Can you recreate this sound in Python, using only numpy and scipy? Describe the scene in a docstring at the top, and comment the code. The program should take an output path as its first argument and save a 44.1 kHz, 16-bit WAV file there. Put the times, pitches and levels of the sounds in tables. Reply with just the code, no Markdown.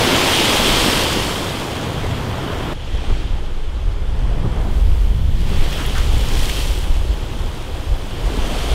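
"""Storm waves at a seawall

Heard from two places in turn: along the concrete wall, then facing the sea. Waves rumble, churn with
large bubbles, slap the wall, and throw up spray that rains back on the concrete and drains away.
Wind buffets the microphone, which is mono and has a presence peak near 3 kHz."""
import sys
import numpy as np
from scipy import signal
from scipy.fft import rfft, irfft, next_fast_len
from scipy.io import wavfile
from scipy.ndimage import uniform_filter1d, map_coordinates

SR = 44100
rng = np.random.default_rng(int(sys.argv[2]) if len(sys.argv) > 2 else 0)


def put_to_file(sound):
    """Save the sound as 16-bit audio at rate SR, in the file named by the first command-line argument."""
    columns = np.atleast_2d(sound).T  # one column per channel
    safe = np.clip(columns, -1, 1)
    whole_steps = np.round(safe * 32767)
    wavfile.write(sys.argv[1], SR, whole_steps.astype(np.int16))


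N = 385434
TIME_S = np.arange(N) / SR
MOVE_S = 2.735  # listening place changes


def amp(db):
    return 10 ** (np.asarray(db) / 20)


def unit(x):
    return x / np.sqrt(np.mean(x ** 2) + 1e-20)


def filtered(x, gain):
    """x through the frequency response gain(hz)."""
    size = next_fast_len(x.shape[-1] + 8192)
    spectrum = rfft(x, size) * gain(np.fft.rfftfreq(size, 1 / SR))
    return irfft(spectrum, size)[..., :x.shape[-1]]


def coloured(x, spectrum):
    """x shaped by (f/Hz, level/dB) points, -24 dB/octave above the last; rms 1."""
    points_hz, db = np.transpose(spectrum)

    def gain(hz):
        rolloff_db = 24 * np.log2(np.maximum(hz / points_hz[-1], 1))
        return amp(np.interp(np.log(hz + 1), np.log(points_hz), db) - rolloff_db)
    return unit(filtered(x, gain))


def by_place(along, facing):
    """Along the wall until MOVE_S, then facing the sea."""
    return np.where(TIME_S < MOVE_S, along, facing)


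def curves(rows):
    """Each column after the time, interpolated per sample."""
    s, *columns = np.transpose(rows)
    return np.array([np.interp(TIME_S, s, column) for column in columns])


def patchy(patch_db):
    """White noise whose level drifts in time-frequency patches."""
    bins = signal.stft(rng.standard_normal(N), nperseg=512)[2]
    field = uniform_filter1d(rng.standard_normal(bins.shape), size=7, axis=0)
    field = unit(uniform_filter1d(field, size=9, axis=1))
    return unit(signal.istft(bins * amp(patch_db * field), nperseg=512)[1][:N])


def grains(count, low_hz, high_hz, cycles, spread_db, rise, samples):
    """Damped sines at random times, mostly weak; a bubble's pitch rises as it nears the surface."""
    when, pitch, strength, sign = rng.random((count, 4)).T
    hz = low_hz + (high_hz - low_hz) * pitch
    age = hz[:, None] * np.arange(samples) / SR / cycles
    gain = np.sign(sign - .5) * amp(-spread_db * np.log(1 - .99 * strength))
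    phase = 2 * np.pi * cycles * age * (1 + rise * age / 2)
    rings = gain[:, None] * np.sin(phase) * np.exp(-np.pi * age)
    index = (when * N).astype(int)[:, None] + np.arange(samples)
    return unit(np.bincount(index.ravel(), rings.ravel(), N)[:N])


def burst(start_s, db, hz, shape, attack_s, t60_s):
    """Track with one decaying noise puff; shape lists (multiple of hz, level/dB)."""
    t = TIME_S[:SR // 3]
    noise = coloured(rng.standard_normal(len(t)), [(hz * ratio, level) for ratio, level in shape])
    envelope = amp(db) * (1 - np.exp(-t / attack_s)) * amp(-60 * t / t60_s)
    return np.pad(noise * envelope, (round(start_s * SR), N))[:N]


def turbulence(spectrum, evenness):
    """Low pressure noise, its level partly evened out."""
    pressure = coloured(rng.standard_normal(N), spectrum)
    power = np.abs(uniform_filter1d(uniform_filter1d(pressure ** 2, size=3000), size=2000))
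    return unit(pressure / (power + 1e-6) ** (evenness / 2))


def wind_and_rumble():
    """Gusts thump the microphone over a low rumble of surf and wind; a wave booms near 4.45 s."""
    # levels at each place: t/s, wind buffet/dB, surf and wind rumble/dB
    along = [(0, -32, -24.5), (0.35, -35, -29.5), (0.7, -24.5, -27.5), (1.15, -28.5, -25),
             (1.7, -35, -28.5), (2.1, -37, -23), (2.73, -26.5, -29.5)]
    facing = [(2.74, -24, -34.5), (3.25, -19, -28.5), (3.6, -22.5, -39), (4.1, -16.5, -31.5),
              (4.45, -19.5, -23.5), (4.7, -17, -28.5), (4.9, -12, -30), (5.55, -15, -24.5), (5.8, -21, -29),
              (6.15, -21, -26.5), (6.55, -18, -29), (7.05, -12, -33.5), (7.3, -26, -30),
              (7.8, -25.5, -35.5), (8.45, -22, -31), (8.74, -19, -30.5)]
    # single gusts: t/s, level/dB, half length/s
    gusts = [(2.06, -22.5, 0.035), (2.947, -17, 0.021), (3.114, -12.5, .03), (3.317, -13.5, 0.022),
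             (3.875, -14, 0.034), (4.21, -19, .03), (4.913, -11.5, 0.063), (5.616, -10.5, 0.045),
             (6.082, -11.5, 0.11), (6.397, -7.5, 0.034), (6.687, -16, .03), (7.43, -16.5, 0.038),
             (7.73, -20, .025), (7.917, -10, 0.027), (8.268, -16.5, 0.038), (8.407, -16, .035),
             (8.73, -13.5, .03)]
    # spectra: f/Hz, level/dB
    buffet_spectrum = [(8, -27), (20, 7.5), (30, -3.5), (52, -1), (75, -8), (110, -21), (200, -55),
                       (500, -78)]
    rumble_spectrum = [(45, -9), (85, 2), (125, 0), (170, -4.5), (240, -13), (400, -24.5), (1500, -55)]
    wander_db, wander_hz = 0.8, 9
    wander = map_coordinates(rng.standard_normal(400), [TIME_S * wander_hz], mode="wrap")
    buffet_gain, rumble_gain = amp(by_place(curves(along), curves(facing)) + wander_db * wander)
    gust_gain = sum(amp(db) * np.exp(-((TIME_S - s) / half_s) ** 2 / 2) for s, db, half_s in gusts)
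    buffet = np.hypot(buffet_gain, gust_gain) * turbulence(buffet_spectrum, evenness=0.42)
    return buffet + rumble_gain * turbulence(rumble_spectrum, evenness=0.39)


def surge(peak_s, swell_s, hold_s, fall_db_per_s):
    """Gain that swells to 1, holds and dies; heard only at its own place."""
    rise = np.sin(np.pi / 2 * np.clip(1 + (TIME_S - peak_s) / swell_s, 0, 1)) ** 2
    fall = amp(-fall_db_per_s * np.maximum(TIME_S - peak_s - hold_s, 0))
    return rise * fall * by_place(peak_s < MOVE_S, peak_s >= MOVE_S)


def sea_gains():
    """Churn, splash, spray and mist gains: surges of water add power to the restless sea."""
    # sea between waves, along then facing: churn/dB, splash/dB, spray/dB, mist/dB
    sea_bed = [(-27, -37, -47, -54.5), (-38, -46.5, -54, -73)]
    # breaking waves, and run-off draining at 7-8 s: peak t/s, level/dB, swell/s, hold/s
    churn_surges = [(0.011, -18.5, .04, 0.18), (0.6, -21.5, 0.32, 0.41), (2.55, -35, 0.5, 0.11),
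                    (3.04, -35.5, 0.29, 0.038), (4.462, -34, 0.64, 0.11), (5.59, -33, 0.29, 1),
                    (7.394, -36, 1, 0.73), (8.512, -28, 0.59, .25)]
    # falling spray, and run-off draining at 7-8 s:
    # peak t/s, splash/dB, swell/s, hold/s, fall/(dB/s), spray re splash/dB, mist re spray/dB
    splash_surges = [(0.008, -20.5, 0.059, 0.37, 30, -7.5, -10.5), (0.744, -21, 0.92, 0.15, 19, -3.5, -14),
                     (3.022, -40, 0.55, 0.16, 40, -15.5, -19), (4.78, -49, 0.34, 0.21, 10, -1, -5.5),
                     (5.757, -34, 0.59, 0.47, 30, -6, -9.5), (6.45, -33, 0.37, 0.17, 36, -0.5, -11),
                     (7.2, -44, 1, 1, 18, -3.5, -11), (8.713, -33.5, 0.79, 0.11, 20, -4, -14)]
    fizz_db = -20  # spray re churn
    bed_power = [by_place(*amp(pair)) ** 2 for pair in np.transpose(sea_bed)]
    churn_power, splash_power, spray_power, mist_power = bed_power
    for s, db, swell_s, hold_s in churn_surges:
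        water = amp(db) * surge(s, swell_s, hold_s, fall_db_per_s=20.5)
        churn_power += water ** 2
        spray_power += (water * amp(fizz_db)) ** 2
    for s, db, swell_s, hold_s, fall_db_per_s, spray_db, mist_db in splash_surges:
        water = amp(db) * surge(s, swell_s, hold_s, fall_db_per_s)
        splash_power += water ** 2
        spray_power += (water * amp(spray_db)) ** 2
        mist_power += (water * amp(spray_db + mist_db)) ** 2
    return np.sqrt([churn_power, splash_power, spray_power, mist_power])


def churn():
    """Air pockets gurgle in the water; large bubbles ring low and long."""
    # churn spectrum at each place: f/Hz, level/dB
    along = [(90, -11), (180, -2), (250, -0.5), (350, 0), (460, -0.5), (540, -1.5), (750, -3), (950, -2.5),
             (1350, -6), (2200, -12.5), (5000, -46)]
    facing = [(100, -25), (200, -4), (290, -0.5), (370, 1), (490, 0), (620, -3), (850, -3), (1300, -7.5),
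              (2200, -12.5), (5000, -29)]
    bubbles = grains(3600, low_hz=180, high_hz=1486, cycles=4.1, spread_db=1.5, rise=0.11, samples=1300)
    foam = patchy(patch_db=0.87) + amp(-12.5) * bubbles
    return by_place(coloured(foam, along), coloured(foam, facing))


def splash():
    """Sheets of water splash down."""
    # splash spectrum: f/Hz, level/dB
    spectrum = [(300, 1.5), (800, -2), (1400, -3), (2000, -0.5), (2700, 1.5), (3500, 0), (4200, -3),
                (5200, -6), (6500, -8.5), (12000, -25.5)]
    splatter = grains(18000, low_hz=935, high_hz=5720, cycles=2.56, spread_db=2.5, rise=0.12,
                      samples=130)
    return coloured(patchy(patch_db=1.33) + amp(-8.5) * splatter, spectrum)


def spray():
    """Fine spray patters; small droplets only tick."""
    # spray spectrum: f/Hz, level/dB
    spectrum = [(2000, -9), (4500, 2.5), (6200, -2), (8400, -1.5), (10000, -4.5), (12800, -10),
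                (15000, -15), (15700, -19)]
    droplets = grains(14000, low_hz=4000, high_hz=14000, cycles=0.53, spread_db=5, rise=0, samples=32)
    return coloured(patchy(patch_db=1.6) + amp(-6) * droplets, spectrum)


def mist():
    """The airborne plume's finest mist hisses highest."""
    # mist spectrum: f/Hz, level/dB
    spectrum = [(6000, -29), (10000, -3), (12800, 1), (15700, -4)]
    return coloured(patchy(patch_db=0.5), spectrum)


def slaps():
    """Waves trap air against the wall and thud."""
    # wall hits: t/s, level/dB, attack/s, t60/s, air pocket f/Hz
    hits = [(3.0985, -13.5, 0.0007, 0.041, 417), (4.438, -14.5, .004, 0.2, 188),
            (4.446, -22.5, .002, .09, 557), (4.572, -27, .008, 0.28, 600), (4.64, -23.5, 0.013, 0.52, 355),
            (6.311, -24, .01, 0.15, 332), (8.372, -19.5, .0036, 0.12, 330), (8.503, -18, .006, .11, 280)]
    # slap spectrum: multiple of pocket pitch, level/dB
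    shape = [(.25, -16), (.6, 10.5), (1, 7.5), (1.4, 1), (2.5, -5), (7, -43), (20, -60)]
    return sum(burst(s, db, hz, shape, attack_s, t60_s) for s, db, attack_s, t60_s, hz in hits)


def smacks():
    """Lumps of water smack the concrete; bigger ones sound lower and take longer to land."""
    # landings: t/s, level/dB, f/Hz, t60/s
    lumps = [(5.6, -34, 1290, 0.19), (5.725, -26, 2780, 0.066), (5.776, -27, 1300, 0.37),
             (5.95, -24.5, 1270, 0.31), (5.9804, -25, 1700, .04), (6.369, -27, 2600, 0.036),
             (6.43, -22, 2550, 0.054), (6.4948, -17.5, 2300, 0.027), (6.566, -26, 2600, .05),
             (6.84, -29, 2400, 0.037)]
    # smack spectrum: multiple of pitch, level/dB
    shape = [(.25, -15), (.6, -1), (1, 10), (1.4, 1.5), (2, -4.5), (4, -9.5), (7, -14)]
    return sum(burst(s, db, hz, shape, attack_s=0.022 * t60_s, t60_s=t60_s)
               for s, db, hz, t60_s in lumps)


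def drops():
    """Heavy drops land close by with sharp ticks."""
    # landings: t/s, level/dB, f/Hz
    landings = [(5.768, -29, 12500), (5.8632, -21.5, 13000), (5.9815, -23, 7000), (6.044, -27, 6200),
                (6.1296, -27, 8200), (6.1815, -23.5, 7000), (6.192, -30, 12100), (6.287, -20.5, 5400),
                (6.3935, -28, 6000), (6.7881, -28, 8000)]
    shape = [(0.25, -30), (1, 0), (2, -12)]  # multiple of pitch, level/dB
    return sum(burst(s, db, hz, shape, attack_s=0.0002, t60_s=0.008) for s, db, hz in landings)


def scene():
    """Wind, surf and impacts, alike in both channels."""
    churn_gain, splash_gain, spray_gain, mist_gain = sea_gains()
    mono = wind_and_rumble()
    mono += churn_gain * churn() + splash_gain * splash() + spray_gain * spray() + mist_gain * mist()
    mono += slaps() + smacks() + drops()
    return np.array([mono, mono])


def record(dry):
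    """The microphone port rings, the loudest gusts are rounded off, the band is limited."""
    port_hz, half_width_hz, port_db = 3220, 380, 6.5
    ceiling, top_hz = 0.75, 15700
    peaked = filtered(dry, lambda hz: amp(port_db / (1 + ((hz - port_hz) / half_width_hz) ** 2)))
    rounded = peaked / (1 + np.abs(peaked / ceiling) ** 8) ** (1 / 8)
    return filtered(rounded, lambda hz: hz < top_hz)


dry = scene()
out = record(dry)
put_to_file(out)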